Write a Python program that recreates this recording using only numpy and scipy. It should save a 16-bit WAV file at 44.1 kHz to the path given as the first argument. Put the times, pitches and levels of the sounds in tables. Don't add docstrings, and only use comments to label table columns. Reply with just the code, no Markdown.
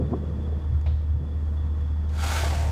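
import sys
import numpy as np
from scipy import signal
from scipy.fft import rfft, irfft
from scipy.io import wavfile

SR = 44100
rng = np.random.default_rng(int(sys.argv[2]) if len(sys.argv) > 2 else 0)


def wav_out(sig):
    wavfile.write(sys.argv[1], SR, np.round(np.clip(np.atleast_2d(sig).T, -1, 1) * 32767).astype(np.int16))


N = 119511
T = np.arange(N) / SR

# [t/s, level/dB]
BLOW_FORCE = [(2.08, -78), (2.12, -55.5), (2.175, -44), (2.24, -31.5), (2.33, -30), (2.41, -31), (2.5, -36),
              (2.6, -39), (2.71, -44)]
# [f/Hz, level/dB per Hz]
JET_FULL_COLOUR = [(150, -4), (400, -3.5), (750, 4), (1080, -2.5), (1400, 4), (1850, -4.5), (2300, -2.5),
                   (2900, -5.5), (4300, -6), (5400, -9.5), (7000, -9), (9500, -14.5), (15000, -23)]
JET_SLACK_COLOUR = [(150, -11), (330, 1), (700, -6.5), (1080, -2.5), (1500, -3), (2000, -3), (3500, -9.5),
                    (5000, -11), (8000, -12.5), (10500, -23), (15000, -32)]
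SLACK_FROM_S, SLACK_TO_S = 2.332, 2.573
JET_DB, JET_ROUGH_DB = -2, 1
SPUTTER_DB = 0.56
# [f/Hz, width/Hz, level at full pressure/dB, level when slack/dB]
AIRWAY_RESONANCES = [(677, 35, -16.5, -7), (785, 37, -15, -30), (908, 21, -13, -10), (1140, 18, -19, -13),
                     (1340, 135, -9.5, -34), (1544, 150, -14, -15.5), (2210, 140, -19.5, -25),
                     (3420, 430, -18, -26), (4660, 120, -19.5, -33), (6630, 90, -22, -40),
                     (7610, 120, -30, -36)]
AIRWAY_WAVER = 0.00607
AIRWAY_LEAD_S = 0.01
PUFF_DB, PUFF_HZ = 0.5, 30
# [f/Hz, level/dB per Hz]
SPIT_NOISE_COLOUR = [(800, -15), (2200, 3), (3500, 2), (7000, -5), (9000, -13), (15000, -21)]
SPIT_S, SPIT_DB, SPIT_DECAY_S = 2.091, -52, 0.015
# [f/Hz, level/dB per Hz]
DROP_COLOUR = [(800, -12), (3000, 0), (8000, -4.5), (10000, -8.5), (15000, -11)]
DROPS_PER_S, SPRAY_DB, SPRAY_LAG_S = 1400, -14, 0.034
SURFACE_S, SURFACE_HALF_S, SURFACE_DB = 1.5, 0.12, -74.5

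# [multiple of the firing rate, level/dB]
ENGINE_ORDERS = [(.5, -45.5), (1, -25), (1.75, -51.5), (2, -62), (3.5, -57)]
FIRING_HZ, SPEED_WOBBLE, HUM_WOBBLE_DB = 75.72, 0.0046, 0.5
# [t/s, level/dB]
HUM_SWELL = [(0, -1.5), (.15, -8.5), (.22, -3), (.36, -4), (.44, -5), (.53, 0), (.63, -5.5), (.72, 5.5),
             (.82, -2), (.9, 2.5), (1.05, -1.5), (1.12, 1.5), (1.22, -4.5), (1.36, -0.5), (2.4, 0),
             (2.58, 1.5), (2.71, 1)]
# [f/Hz, width/Hz, level/dB]
HULL_RINGS = [(113.5, 25, -49.5), (193.3, 26.5, -51.5), (489.3, 12, -57.5), (639, 10, -67.5),
              (907, 39, -67.5), (1826, 250, -68), (3355, 480, -71.5)]
WHINE_HZ, WHINE_WIDTH_HZ, WHINE_DB = 3425, 110, -70.5
WHINE_WAVER, WHINE_FLICKER_DB = 0.012, 2.5

# [start t/s, end t/s, level/dB]
GUST_TIMES = [(-.05, 0.043, -29.5), (0.664, 0.793, -27), (0.837, 0.994, -29), (1.053, 1.198, -32),
              (2.38, 2.564, -34.5), (2.545, 2.76, -32)]
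GUST_EDGE_S = 0.061
# [f/Hz, level/dB per Hz]
GUST_NOISE_COLOUR = [(18, -43), (37, -6.5), (55, -9), (76, -4), (98, -7), (119, -1), (146, -23.5),
                     (300, -47.5), (1000, -65.5), (8000, -110)]
# [t/s, level/dB]
BREEZE_LEVEL = [(0, -29), (.05, -31), (.2, -35), (.33, -34.5), (.45, -37), (.54, -37.5), (.63, -38.5),
                (.75, -48), (1.12, -62.5), (1.22, -38), (1.34, -42.5), (2.3, -56), (2.45, -54), (2.71, -40)]
# [f/Hz, level/dB per Hz]
BREEZE_NOISE_COLOUR = [(25, -30), (70, 5), (160, 9.5), (260, -2.5), (500, -9), (900, -23), (1500, -37),
                       (4000, -55.5), (15000, -76.5)]
FLUTTER_DB, FLUTTER_HZ = 2, 44.5

# [peak t/s, level/dB, f/Hz, time scale either side/s]
WATER_SLAPS = [(.008, -26.5, 378, 0.0085), (.137, -29, 763, 0.0034), (0.139, -24, 290.2, 0.013),
               (0.238, -34.5, 480, 0.0029), (0.4, -34.5, 218.3, 0.0028), (0.494, -46, 520, .008),
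               (.528, -36.5, 460, 0.0032), (1.027, -46, 420, 0.0065), (1.224, -37.5, 185, .018),
               (2.44, -31.5, 640, 0.0048), (2.465, -36, 620, 0.0079), (2.524, -34.5, 680, 0.011),
               (2.653, -40, 640, 0.051)]
SLAP_WIDTH = 0.8

# [t/s, level/dB]
DECK_TICKS = [(0.813, -48), (1.811, -55)]
TICK_DECAY_S = 0.0015
# [f/Hz, level/dB per Hz]
TICK_NOISE_COLOUR = [(500, -6), (2400, 4.5), (4000, -7), (6500, 1.5), (9500, -10), (15000, -15)]
# [f/Hz, level/dB per Hz]
KNOCK_NOISE_COLOUR = [(300, -15), (700, 19.5), (1400, -4), (2350, 4.5), (3500, -5), (6000, -18),
                      (14000, -41)]
KNOCK_TAIL_COLOUR = [(250, -3.5), (680, 6), (1400, -11), (2500, -7.5), (3800, -2.5), (5500, -18.5),
                     (12000, -41)]
KNOCK_S, KNOCK_DB, KNOCK_DECAY_S = 0.860, -34.5, 0.013
KNOCK_TAIL_DB, KNOCK_TAIL_S = -51, 0.11

# [f/Hz, level/dB per Hz]
WASH_COLOUR = [(20, -23), (45, -1.5), (100, 2), (180, -7), (300, -13), (560, -24), (1150, -24.5),
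               (1750, -34), (2500, -40), (4100, -45), (4900, -44), (5800, -48.5), (7000, -50), (10000, -58),
               (15000, -72)]
WASH_DB, HISS_DB = -39, -76.5
# [t/s, level/dB]
BACKGROUND_SWELL = [(0, 1), (.7, 1), (.98, -1.5), (1.14, -3), (1.22, -1.5), (1.4, 0), (1.6, 0.5),
                    (2.71, 2.5)]
EDGE_HZ = 15350


def amp(db):
    return 10 ** (np.asarray(db) / 20)


def unit(x):
    return x / np.sqrt(np.mean(x ** 2) + 1e-20)


def curve(points):
    return np.interp(T, *np.transpose(points))


def colour(x, points):
    hz, db = np.transpose(points)
    f = np.fft.rfftfreq(N, 1 / SR)
    gain = amp(np.interp(np.log(f + 1), np.log(hz), db))
    return unit(irfft(rfft(x) * gain, N))


def noise(points):
    return colour(rng.standard_normal(N), points)


def drift(rate_hz):
    f = np.fft.rfftfreq(N, 1 / SR)
    gain = (f > 0) / (1 + (f / rate_hz) ** 4)
    return unit(irfft(rfft(rng.standard_normal(N)) * gain, N))


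def ring(hz, width_hz):
    phase = 2 * np.pi * np.cumsum(hz * np.ones(N)) / SR
    return unit(drift(width_hz / 2) * np.cos(phase) + drift(width_hz / 2) * np.sin(phase))


def strike(start, decay_s, rise_s):
    age = np.maximum(T - start, 0)
    return (1 - np.exp(-age / rise_s)) * np.exp(-age / decay_s)


def whale():
    force = amp(curve(BLOW_FORCE)) * (T > BLOW_FORCE[0][0])
    slack = np.clip((T - SLACK_FROM_S) / (SLACK_TO_S - SLACK_FROM_S), 0, 1)
    jet = np.sqrt(1 - slack) * noise(JET_FULL_COLOUR) + np.sqrt(slack) * noise(JET_SLACK_COLOUR)
    airway = 0
    for hz, width, full_db, slack_db in AIRWAY_RESONANCES:
        level = amp(full_db + (slack_db - full_db) * slack)
        airway = airway + level * ring(hz * (1 + AIRWAY_WAVER * drift(12)), width)
    early_force = np.interp(T + AIRWAY_LEAD_S, T, force)
    puffs = np.maximum(force, early_force) * amp(PUFF_DB * drift(PUFF_HZ))
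    roughness = amp((JET_ROUGH_DB + SPUTTER_DB * slack) * drift(110))
    air = (force * amp(JET_DB) * jet + puffs * airway) * roughness
    spray = amp(SPRAY_DB) * np.interp(T - SPRAY_LAG_S, T, force) * droplets()
    spit = amp(SPIT_DB) * strike(SPIT_S, SPIT_DECAY_S, 0.001) * noise(SPIT_NOISE_COLOUR)
    return air + spray + spit


def droplets():
    hits = rng.random(N) < DROPS_PER_S / SR
    return colour(hits * rng.choice([-1, 1], N), DROP_COLOUR)


def surfacing():
    swell = np.exp(-0.5 * ((T - SURFACE_S) / SURFACE_HALF_S) ** 2)
    return amp(SURFACE_DB) * swell * droplets()


def engine():
    turns = np.cumsum(FIRING_HZ * (1 + SPEED_WOBBLE * drift(5))) / SR
    hum = 0
    for order, db in ENGINE_ORDERS:
        hum = hum + amp(db) * np.sqrt(2) * np.sin(2 * np.pi * (order * turns + rng.random()))
    hum = hum * amp(curve(HUM_SWELL) + HUM_WOBBLE_DB * drift(42))
    rings = sum(amp(db) * ring(hz, width) for hz, width, db in HULL_RINGS)
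    whine_level = amp(WHINE_DB + WHINE_FLICKER_DB * drift(25))
    whine = whine_level * ring(WHINE_HZ * (1 + WHINE_WAVER * drift(90)), WHINE_WIDTH_HZ)
    return hum + (rings + whine) * amp(curve(BACKGROUND_SWELL))


def wind():
    gusts = 0
    for start, end, db in GUST_TIMES:
        inside = np.minimum(T - start, end - T)
        gusts = gusts + amp(db) * np.clip(inside / GUST_EDGE_S + 0.5, 0, 1)
    flutter = unit(noise(BREEZE_NOISE_COLOUR) * amp(FLUTTER_DB * drift(FLUTTER_HZ)))
    return gusts * noise(GUST_NOISE_COLOUR) + amp(curve(BREEZE_LEVEL)) * flutter


def slap(peak_s, db, hz, scale_s):
    shape = np.exp(1 - np.hypot(1, (T - peak_s) / scale_s))
    sound = shape * ring(hz, hz * SLAP_WIDTH)
    return amp(db) * sound * np.linalg.norm(shape) / np.linalg.norm(sound)


def deck():
    tick_hits = sum(amp(db) * strike(s, TICK_DECAY_S, 0.00028) for s, db in DECK_TICKS)
    ticks = tick_hits * noise(TICK_NOISE_COLOUR)
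    knock = amp(KNOCK_DB) * strike(KNOCK_S, KNOCK_DECAY_S, 0.0038) * noise(KNOCK_NOISE_COLOUR)
    tail = amp(KNOCK_TAIL_DB) * strike(KNOCK_S, KNOCK_TAIL_S, 0.0045) * noise(KNOCK_TAIL_COLOUR)
    return ticks + knock + tail


def sea():
    wash = amp(WASH_DB) * noise(WASH_COLOUR)
    bass = signal.sosfiltfilt(signal.butter(2, 250, fs=SR, output="sos"), wash)
    upper = (wash - bass) * amp(curve(BACKGROUND_SWELL) + 0.68 * drift(25))
    hiss = amp(HISS_DB) * rng.standard_normal(N)
    return bass + upper + hiss


def scene():
    slaps = sum(slap(*row) for row in WATER_SLAPS)
    return (whale() + surfacing() + engine() + wind() + slaps + deck() + sea())[None]


def record(dry):
    lowpass = signal.firwin(611, EDGE_HZ, window=("kaiser", 9), fs=SR)
    return signal.oaconvolve(dry, lowpass[None], "same")


dry = scene()
out = record(dry)
wav_out(out)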